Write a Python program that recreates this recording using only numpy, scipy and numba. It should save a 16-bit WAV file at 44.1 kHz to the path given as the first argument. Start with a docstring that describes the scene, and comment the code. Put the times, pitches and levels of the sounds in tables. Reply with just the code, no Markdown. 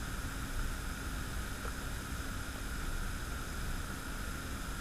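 """On a workshop bench, heard close up, a metal can dissolves in a glass bowl of liquid.
Thousands of tiny gas bubbles, each a short decaying sine, burst every second and merge into a hiss.
The bowl's resonances lift parts of that hiss, and bursts inside the hollow can ring its air modes.
A machine throbs and hums in sine tones, with a thin whine, over low rumble and room air of filtered noise.
A few larger foam bubbles pop: a dull noise snap, a cavity tone gliding upward and a short noise tail."""
import sys
import numpy as np
from scipy import signal
from scipy.fft import rfft, irfft
from scipy.io import wavfile
from scipy.ndimage import uniform_filter1d
from numba import njit

SR = 44100
rng = np.random.default_rng(int(sys.argv[2]) if len(sys.argv) > 2 else 0)


def inscribe(sig):
    """Save sig as 16-bit PCM at rate SR to the path in sys.argv[1].

    A 1-D sig is mono; a 2-D sig holds one channel per row.
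    Samples are clipped to [-1, 1] before scaling.
    """
    pcm = np.round(np.clip(np.atleast_2d(sig).T, -1, 1) * 32767)
    wavfile.write(sys.argv[1], SR, pcm.astype(np.int16))


N = 211724
TIME = np.arange(N) / SR  # s
BINS = np.arange(N // 2 + 1) * SR / N  # Hz

# broad colour of the fizz: f/Hz, relative level/dB
FIZZ_COLOUR = [(250, 1), (550, 7), (1000, 6), (2100, 2.5), (3300, 4), (4300, -1), (5800, 0.5), (8300, 1.5),
               (9400, -0.5), (11000, 0), (11900, -4.5), (13100, -7.5), (14200, -7), (15500, -24.5)]
# resonances of can and bowl that lift the fizz: f/Hz, full width at half the dB lift/Hz, lift/dB
BOWL_RESONANCES = [(2386, 340, 4), (3490, 190, 3), (3780, 280, 5.5), (5070, 280, 8.5), (6440, 380, 3),
                   (7480, 350, 2.5), (10070, 450, 2.5), (10820, 450, 3.5), (11300, 110, 8), (12800, 500, 6)]
# air modes of the hollow can: f/Hz, width of each resonator pass/Hz, relative gain/dB
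CAN_AIR_MODES = [(1281, 127, -5), (1412, 140, -1), (1543, 168, -6), (1663, 59, -8.5), (1769, 336, -11.5)]
# low workshop rumble: f/Hz, relative level per Hz/dB
RUMBLE_COLOUR = [(5, -14), (22, -5.5), (40, 0.5), (65, -0.5), (100, -9), (135, -11.5), (200, -23),
                 (400, -43.5)]
# steady air noise of the room: f/Hz, relative level per Hz/dB
ROOM_COLOUR = [(40, -10.5), (130, -0.5), (190, -1.5), (290, -5), (380, -8.5), (520, -12), (750, -15.5),
               (1500, -26), (4000, -50)]
# swells of the machine's throb: t of the crest/s, full width at half the dB lift/s, lift/dB
THROB_SWELLS = [(0.62, 0.25, 9), (2.25, 0.47, 4.5), (2.983, 0.27, 13), (3.74, 0.25, 7)]
# machine hum: f/Hz, resting rms level/dB, rms waver/dB
HUM_TONES = [(60.05, -55.5, 1), (200.5, -59, 2), (267.9, -55.5, 2), (332.2, -67.5, 1.5)]
# faint steady whine: f/Hz, rms level/dB
WHINE_TONES = [(6533, -80), (6594, -78), (9890, -82), (10429, -81), (12646, -83)]
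# larger bubbles popping: t/s, starting level of the cavity ring/dB, starting f/Hz,
# ring time to fall 60 dB/s, film snap level relative to the ring/dB
FOAM_POPS = [(.593, -35, 1420, 0.033, -14), (1.652, -33, 454, 0.036, -8), (1.680, -31.5, 1310, 0.023, -19),
             (1.818, -41, 600, 0.017, -4), (2.559, -40, 615, 0.021, -11), (2.581, -38.5, 573, 0.032, -6.5)]

# rms level of fizz and ringing can, and how far the shared vigour moves each
FIZZ_DB, FIZZ_WANDER_DB = -48.5, 0.1
CAN_DB, CAN_WANDER_DB = -48.5, 0.13
VIGOUR_STEPS_PER_S = 3.92
# the rumble stays level and surges a little at random
RUMBLE_DB, RUMBLE_SURGE_DB, RUMBLE_STEPS_PER_S = -42.5, 0.9, 6.01
ROOM_AIR_DB = -49.0
# deep throb of the machine: pitch, resting level and random waver
THROB_HZ, THROB_DB, THROB_WAVER_DB, THROB_STEPS_PER_S = 28.9, -50, 2.5, 5.07
TOP_HZ = 15400  # upper edge of the sound


def undb(db):
    """Decibels to gain."""
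    return 10 ** (np.asarray(db) / 20)


def unit(x):
    """Scale to rms 1."""
    return x / np.sqrt(np.mean(x ** 2))


def slope(points):
    """Join (f/Hz, level/dB) points by straight lines on a log-frequency axis."""
    hz, db = np.transpose(points)
    return np.interp(np.log(BINS + 1), np.log(hz), db)


def colour(x, db):
    """Filter by a gain in dB for each frequency bin."""
    return irfft(rfft(x) * undb(db), N)


def coloured_noise(points):
    """White noise shaped to a colour curve, at rms 1."""
    return unit(colour(rng.standard_normal(N), slope(points)))


def resonate(x, hz, width_hz):
    """Two-pole resonance, gain 1 at the centre."""
    b, a = signal.iirpeak(hz, hz / width_hz, fs=SR)
    return signal.lfilter(b, a, x)


def walk(rate):
    """Random control curve of rms 1: levels held for 1 / rate s, then smoothed twice."""
    hold = max(int(SR / rate), 1)
    steps = np.repeat(rng.standard_normal(N // hold + 1), hold)
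    smooth = uniform_filter1d(uniform_filter1d(steps, hold), hold)
    return unit(smooth[:N])


@njit
def ring(start, hz, cycles, size):
    """Each bubble is a sine that dies by 60 dB within its number of cycles; size sets its energy."""
    out = np.zeros(N)
    for k in range(len(start)):
        length = cycles[k] * SR / hz[k]
        # one complex multiply per sample turns the phase and shrinks the amplitude
        pole = np.exp(2j * np.pi * hz[k] / SR - np.log(1000) / length)
        z = size[k] / np.sqrt(length) + 0j  # equal energy for long and short rings of one size
        for i in range(start[k], min(N, start[k] + int(length))):
            out[i] += z.imag
            z *= pole
    return out


def bubbles(per_s, low_hz, high_hz, cycles, spread_db):
    """A swarm bursting at random times and pitches, most bubbles faint and a few strong, at rms 1."""
    when, pitch, damping, strength = rng.random((int(per_s * N / SR), 4)).T
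    start = (when * N).astype(np.int64)
    hz = low_hz + (high_hz - low_hz) * pitch
    size = undb(-spread_db * np.log(1 - strength * .995))  # .995 caps the strongest
    return unit(ring(start, hz, cycles * (.5 + damping), size))


def fizz(vigour):
    """Fine foam bursts all over the metal; the can and bowl lift some pitches."""
    swarm = bubbles(per_s=48000, low_hz=300, high_hz=17000, cycles=16, spread_db=1.8)
    lift_db = sum(db * .5 ** ((2 * (BINS - hz) / width) ** 2) for hz, width, db in BOWL_RESONANCES)
    hiss = unit(colour(swarm, slope(FIZZ_COLOUR) + lift_db))
    return hiss * undb(FIZZ_DB + FIZZ_WANDER_DB * vigour)


def hollow_can(vigour):
    """Bursts inside the can keep its air modes ringing, each mode a doubled resonance."""
    ringing = np.zeros(N)
    for hz, width, db in CAN_AIR_MODES:
        swarm = bubbles(per_s=5000, low_hz=900, high_hz=2400, cycles=5, spread_db=1.5)
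        mode = resonate(resonate(swarm, hz, width), hz, width)
        ringing += undb(db) * mode
    return unit(ringing) * undb(CAN_DB + CAN_WANDER_DB * vigour)


def rumble():
    """Low noise whose level surges slightly at random."""
    level_db = RUMBLE_DB + RUMBLE_SURGE_DB * walk(RUMBLE_STEPS_PER_S)
    return coloured_noise(RUMBLE_COLOUR) * undb(level_db)


def room_air():
    """Steady noise that falls away toward the treble."""
    return coloured_noise(ROOM_COLOUR) * undb(ROOM_AIR_DB)


def tone(hz, drift):
    """A sine of rms 1 whose phase wanders by drift (rms radians)."""
    turns = hz * TIME + rng.random()
    return np.sqrt(2) * np.sin(2 * np.pi * turns + drift * walk(rate=2.92))


def throb():
    """A deep machine tone that wavers, and now and then swells and sinks back in a bell shape."""
    swell_db = sum(db * .5 ** ((2 * (TIME - s) / length) ** 2) for s, length, db in THROB_SWELLS)
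    level_db = THROB_DB + swell_db + THROB_WAVER_DB * walk(THROB_STEPS_PER_S)
    return tone(THROB_HZ, drift=0.54) * undb(level_db)


def hum():
    """Machine tones, each with its own random waver in level."""
    out = np.zeros(N)
    for hz, db, waver_db in HUM_TONES:
        out += tone(hz, drift=0.58) * undb(db + waver_db * walk(rate=8))
    return out


def whine():
    """Thin high tones at constant level, with drifting phase."""
    return sum(tone(hz, drift=0.62) * undb(db) for hz, db in WHINE_TONES)


def pops(rise, snap_hz, snap_t60, tail_db, tail_t60):
    """A wet film snaps dully, the opening cavity rings upward in pitch, and the bench scatters a tail."""
    out = np.zeros(N)
    t = TIME[:SR // 5]
    b, a = signal.butter(2, snap_hz, fs=SR)  # low-pass that dulls the snap
    for s, db, hz, t60, snap_db in FOAM_POPS:
        opening = np.minimum(t / t60, 1)
        phase = 2 * np.pi * np.cumsum(hz * (1 + rise * opening)) / SR
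        cavity = np.sin(phase) * np.exp(-np.log(1000) * t / t60)
        dull_noise = unit(signal.lfilter(b, a, rng.standard_normal(len(t))))
        snap = dull_noise * np.exp(-np.log(1000) * t / snap_t60)
        pop = undb(db) * (cavity + undb(snap_db) * snap)
        start = int(s * SR)
        out[start:start + len(t)] += pop[:N - start]
    tail = rng.standard_normal(len(t)) * np.exp(-np.log(1000) * t / tail_t60)
    tail /= np.linalg.norm(tail)  # unit energy
    return out + undb(tail_db) * signal.fftconvolve(out, tail)[:N]


def scene():
    """Foam, can and workshop in mono; the vigour of the reaction moves fizz and can together."""
    vigour = walk(VIGOUR_STEPS_PER_S)
    foam = fizz(vigour) + hollow_can(vigour)
    workshop = rumble() + room_air() + throb() + hum() + whine()
    foam += pops(rise=0.18, snap_hz=1500, snap_t60=0.052, tail_db=-8, tail_t60=.15)
    return (foam + workshop)[None]


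def record(dry):
    """A steep elliptic low-pass (0.2 dB ripple, 80 dB stopband) cuts the top."""
    top_cut = signal.ellip(10, .2, 80, TOP_HZ, fs=SR, output="sos")
    return signal.sosfilt(top_cut, dry)


dry = scene()
out = record(dry)
inscribe(out)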